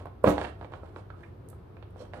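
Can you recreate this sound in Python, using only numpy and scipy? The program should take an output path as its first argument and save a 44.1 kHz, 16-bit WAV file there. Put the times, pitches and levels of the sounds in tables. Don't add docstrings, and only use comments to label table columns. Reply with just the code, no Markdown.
import sys
import numpy as np
from scipy import signal
from scipy.fft import rfft, irfft, next_fast_len
from scipy.io import wavfile
from scipy.ndimage import map_coordinates

SR = 44100
rng = np.random.default_rng(int(sys.argv[2]) if len(sys.argv) > 2 else 0)


def dump_mix(stems):
    frames = np.atleast_2d(stems).T
    limited = np.clip(frames, -1, 1)
    pcm = np.round(limited * 32767).astype(np.int16)
    wavfile.write(sys.argv[1], SR, pcm)


N = 97020

# (time [s], level [dB], contact length [s])
BLADE_SLIPS = [(0.2405, -7, 0.00724), (0.2889, -15.5, 0.00536)]
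# (frequency [Hz], relative level [dB])
SKIN_MODES = [(175, -14), (400, -25), (540, 1.5), (1040, -6.5), (1410, -18)]
# (frequency [Hz], relative level [dB], t60 [s])
CHAMBER_MODES = [(69.5, -11, 1), (184.7, -5, 0.27), (295, 0.5, 0.44), (370.7, -1, 0.2), (470.5, -3, 0.28),
                 (666, -14, 0.85), (828, -6.5, 0.38), (1049, -8, 0.24)]
# (peak time [s], half length [s], level [dB], pitch [Hz])
SKIN_GROANS = [(.282, 0.018, -13, 555), (.279, 0.021, -25, 107), (.275, 0.018, -24.5, 210),
               (.327, 0.017, -26.5, 298)]
# (frequency [Hz], relative level [dB])
SCRAPE_SPECTRUM = [(1000, -7), (3300, 6.5), (4700, -4), (6000, 4.5), (7300, -1.5), (15000, -1)]

# (time [s], relative body level [dB], relative snap level [dB])
VINYL_TAPS = [(.055, -31, -46.5), (.068, -34.5, -49.5), (0.2436, -26, -28), (0.3794, -19, -27),
              (0.4018, -33, -44), (0.4133, -21, -27), (.4425, -28, -42), (.448, -40, -32),
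              (0.4917, -38.5, -45.5), (.611, -32.5, -45), (.626, -30.5, -51), (0.6447, -31, -42),
              (.721, -39.5, -48.5), (0.7354, -29, -40), (.832, -35, -59), (0.9607, -30.5, -40.5),
              (1.102, -43, -45), (1.235, -49, -50), (1.5286, -43, -59.5), (1.767, -42.5, -53),
              (1.825, -41, -46.5), (1.959, -42, -60), (2.05, -41.5, -62), (2.134, -35, -39),
              (2.141, -36, -42.5)]
# (frequency [Hz], relative level [dB])
BODY_SPECTRUM = [(60, -21), (250, -8.5), (550, 0.5), (1050, -3), (1600, -15), (3000, -65.5)]
# (frequency [Hz], relative level [dB])
SNAP_SPECTRUM = [(300, -44.5), (1000, -4.5), (1600, 16), (2600, 9.5), (3700, 5.5), (5500, -9.5),
                 (9500, -17), (15000, -56)]

# (peak time [s], rise [s], fall [s], crinkle [dB], hiss [dB])
SLIDE_STROKES = [(.005, 0.075, 0.062, -44.5, -71), (0.279, 0.051, 0.065, -23, -48.5),
                 (0.442, 0.18, 0.076, -36.5, -55.5), (0.629, 0.069, 0.054, -52, -72.5),
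                 (.745, 0.063, 0.084, -48.5, -72.5), (0.861, 0.065, 0.1, -53, -74),
                 (0.984, 0.052, 0.043, -48.5, -65), (1.208, 0.091, 0.15, -56, -75.5),
                 (2.011, 0.065, 0.068, -51.5, -60.5), (2.156, 0.036, 0.22, -45, -63.5)]
# (frequency [Hz], relative level [dB])
CRINKLE_SPECTRUM = [(60, -6.5), (200, -3), (550, 1.5), (1400, -6.5), (2100, -25), (3400, -27.5),
                    (5000, -35.5), (12000, -50)]
# (frequency [Hz], relative level [dB])
HISS_SPECTRUM = [(800, -22), (2500, 5), (4500, 3), (6500, -3), (9300, 0.5), (10400, -6), (15000, -29)]
GRAINS_PER_S = 1700

# (time [s], level [dB], pitch [Hz])
STICK_SQUEAKS = [(0.4426, -39.5, 2716), (.645, -35.5, 480), (1.101, -40, 1325), (1.138, -45, 1286),
                 (1.232, -44, 1770), (1.238, -49, 2340), (1.528, -54.5, 1310), (1.767, -54, 2440),
                 (1.825, -52.5, 2880), (2.003, -37.5, 550), (2.019, -34.5, 559)]
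# (time [s], relative level [dB])
EDGE_TICKS = [(0.057, -47), (0.238, -35), (.247, -35), (1.487, -35), (1.5001, -34.5), (1.906, -54)]
# (frequency [Hz], relative level [dB])
TICK_SPECTRUM = [(1500, -42), (4000, -15), (6500, -15), (8700, -0.5), (11500, -5.5), (15000, -9.5)]
# (frequency [Hz], relative level [dB])
RASP_MODES, RASP_WIDTH_HZ = [(3200, 0), (4150, -0.69), (5550, -2.2)], 98

# (frequency [Hz], gain [dB])
LEFT_SHADOW = [(300, 1.5), (550, -4.5), (1000, -7), (2500, -10), (4500, -19), (8000, -48.5), (12000, -29),
               (15000, -19)]
# (frequency [Hz], t60 [s])
ROOM_DECAY = [(100, 0.19), (500, 0.32), (2000, 0.34), (6000, 0.31), (14000, 0.17)]
# (frequency [Hz], correlation [0..1])
ROOM_COHERENCE = [(100, 0.95), (280, 0.81), (600, 0.034)]
# (frequency [Hz], relative level [dB])
RUMBLE_SPECTRUM = [(25, -39), (45, -8), (70, -2), (100, -1), (150, -10), (250, -17), (380, -12.5),
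                   (520, -19.5), (1250, -28), (2000, -39), (4000, -47.5), (7000, -60.5), (12000, -57)]


def slips():
    track, t = np.zeros(N), np.arange(SR // 4) / SR
    modes = sum(amp(db) * np.sin(2 * np.pi * hz * t) for hz, db in SKIN_MODES)
    for time_s, db, contact_s in BLADE_SLIPS:
        swell = np.sin(np.pi * np.minimum(t / contact_s, 1))
        add(track, time_s, amp(db) * swell * modes)
    return track


def chamber(gain_db=-24, rise_s=0.045):
    track, t = np.zeros(N), np.arange(SR) / SR
    free_s = np.maximum(t - rise_s, 0)
    ring = sum(amp(db - 60 * free_s / t60_s) * np.sin(2 * np.pi * (hz * t + rng.random()))
               for hz, db, t60_s in CHAMBER_MODES)
    add(track, BLADE_SLIPS[0][0], amp(gain_db) * ring * np.minimum(t / rise_s, 1))
    return track


def groans(waver_cycles=0.054):
    track, t = np.zeros(N), np.arange(N) / SR
    for peak_s, half_s, db, hz in SKIN_GROANS:
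        tone = np.sin(2 * np.pi * (hz * t + waver_cycles * wobble(hz / 2)))
        track += amp(db) * stroke(peak_s, half_s, half_s) * tone
    return track


def scrape(peak_db=-38.5):
    swell = stroke(peak_s=0.298, rise_s=0.08, fall_s=0.062, power=3.3)
    return amp(peak_db) * swell * unit(coloured(rng.standard_normal(N), SCRAPE_SPECTRUM))


def taps(body_gain_db=15, snap_gain_db=14, scatter_db=0.5, delay_s=0.001195, cutoff_hz=6500):
    body, snap = np.zeros(N), np.zeros(N)
    for time_s, body_db, snap_db in VINYL_TAPS:
        for track, db in (body, body_db + body_gain_db), (snap, snap_db + snap_gain_db):
            contact = amp(scatter_db) * burst(t60_s=0.035)
            contact[0] += 1
            add(track, time_s + delay_s, amp(db) * contact)
    hits = coloured(body, BODY_SPECTRUM) + coloured(snap, SNAP_SPECTRUM)
    return signal.lfilter(*signal.butter(2, cutoff_hz, fs=SR), hits)


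def sliding(grain_floor=0.16, creases_per_s=120, crease_db=-14, flutter_db=3.5):
    grains = rng.standard_normal(N) * (sparse(GRAINS_PER_S) + grain_floor)
    creases = rng.choice([-1, 1], N) * sparse(creases_per_s)
    crinkle = unit(coloured(grains, CRINKLE_SPECTRUM))
    crinkle += amp(crease_db) * unit(coloured(creases, SNAP_SPECTRUM))
    hiss = unit(coloured(rng.standard_normal(N), HISS_SPECTRUM)) * amp(flutter_db * wobble(200))
    return sum(stroke(peak_s, rise_s, fall_s) * (amp(crinkle_db) * crinkle + amp(hiss_db) * hiss)
               for peak_s, rise_s, fall_s, crinkle_db, hiss_db in SLIDE_STROKES)


def squeaks(rise_s=0.003, waver_cycles=0.16):
    track, t = np.zeros(N), np.arange(SR // 8) / SR
    swell = t / rise_s * np.exp(1 - t / rise_s)
    for time_s, db, hz in STICK_SQUEAKS:
        cycles = hz * t + waver_cycles * wobble(hz / 3)[:len(t)]
        add(track, time_s, amp(db) * swell * np.sin(2 * np.pi * cycles))
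    return track


def ticks(gain_db=8):
    track = np.zeros(N)
    for time_s, db in EDGE_TICKS:
        add(track, time_s, amp(db + gain_db) * burst(t60_s=0.02))
    return coloured(track, TICK_SPECTRUM)


def rasp(peak_db=-57.5):
    def resonances(hz):
        damping = 1j * hz * RASP_WIDTH_HZ
        return sum(amp(db) * damping / (mode_hz ** 2 - hz ** 2 + damping) for mode_hz, db in RASP_MODES)

    grains = rng.standard_normal(N) * sparse(GRAINS_PER_S)
    swell = stroke(peak_s=2.008, rise_s=0.033, fall_s=0.052)
    return amp(peak_db) * swell * unit(filtered(grains, resonances))


def reverb(x, predelay_samples=SR // 200):
    hz, t, spectra = signal.stft(rng.standard_normal((2, SR // 2)), SR, nperseg=256)
    decay = amp(-60 * t / along(ROOM_DECAY, hz)[:, None])
    mid, side = signal.istft(spectra * decay * mid_side_gains(hz)[..., None], SR, nperseg=256)[1]
    tail = np.array([mid + side, mid - side]) / np.linalg.norm(mid + side)
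    return signal.fftconvolve(np.pad(x, (predelay_samples, 0))[None], tail, axes=1)[:, :N]


def room_noise(rumble_db=-47.5, hum_hz=93.8, hum_db=-52.5, waver_db=1.3, drift_cycles=0.21):
    noise = rng.standard_normal((2, N))
    mid, side = filtered(noise, lambda hz: amp(along(RUMBLE_SPECTRUM, hz)) * mid_side_gains(hz))
    rumble = np.array([mid + side, mid - side])
    waver = amp(waver_db * wobble(8.58))
    hum = waver * np.sin(2 * np.pi * (hum_hz * np.arange(N) / SR + drift_cycles * wobble(8.11)))
    return amp(rumble_db) * unit(rumble) + amp(hum_db) * unit(hum)


def mid_side_gains(hz):
    angle_rad = np.arccos(along(ROOM_COHERENCE, hz)) / 2
    return np.array([np.cos(angle_rad), np.sin(angle_rad)])


def stroke(peak_s, rise_s, fall_s, power=1.24):
    return np.interp(np.arange(N) / SR, [peak_s - rise_s, peak_s, peak_s + fall_s], [0, 1, 0]) ** power


def burst(t60_s):
    t = np.arange(SR // 4) / SR
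    noise = rng.standard_normal(len(t)) * amp(-60 * t / t60_s)
    return noise / np.linalg.norm(noise)


def sparse(events_per_s):
    return rng.random(N) < events_per_s / SR


def wobble(knots_per_s):
    knots = rng.standard_normal(int(N * knots_per_s / SR) + 4)
    return map_coordinates(knots, [np.arange(N) * knots_per_s / SR])


def coloured(x, spectrum, size=4096):
    cepstrum = irfft(np.log(amp(along(spectrum, np.fft.rfftfreq(size, 1 / SR)))))
    cepstrum[1:size // 2] *= 2
    cepstrum[size // 2 + 1:] = 0
    pulse = irfft(np.exp(rfft(cepstrum)))
    return signal.fftconvolve(x, pulse / np.linalg.norm(pulse))[:N]


def filtered(x, response):
    size = next_fast_len(N + SR // 2)
    return irfft(rfft(x, size) * response(np.fft.rfftfreq(size, 1 / SR)), size)[..., :N]


def along(points, hz):
    knots_hz, values = np.transpose(points)
    return np.interp(np.log(hz + 1), np.log(knots_hz + 1), values)


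def add(track, time_s, sound):
    part = track[round(time_s * SR):][:len(sound)]
    part += sound[:len(part)]


def amp(db):
    return 10 ** (np.asarray(db) / 20)


def unit(x):
    return x / np.sqrt(np.mean(x ** 2) + 1e-20)


def scene(reverb_db=-6.5, left_lag_s=0.00012):
    work = slips() + groans() + rasp() + scrape() + sliding() + ticks() + taps() + squeaks()
    left, right = work + chamber() + amp(reverb_db) * reverb(work)
    left = filtered(left, lambda hz: amp(along(LEFT_SHADOW, hz)) * np.exp(-2j * np.pi * hz * left_lag_s))
    return np.array([left, right]) + room_noise()


def record(dry, cutoff_hz=15200):
    return filtered(dry, lambda hz: hz < cutoff_hz)


dry = scene()
out = record(dry)
dump_mix(out)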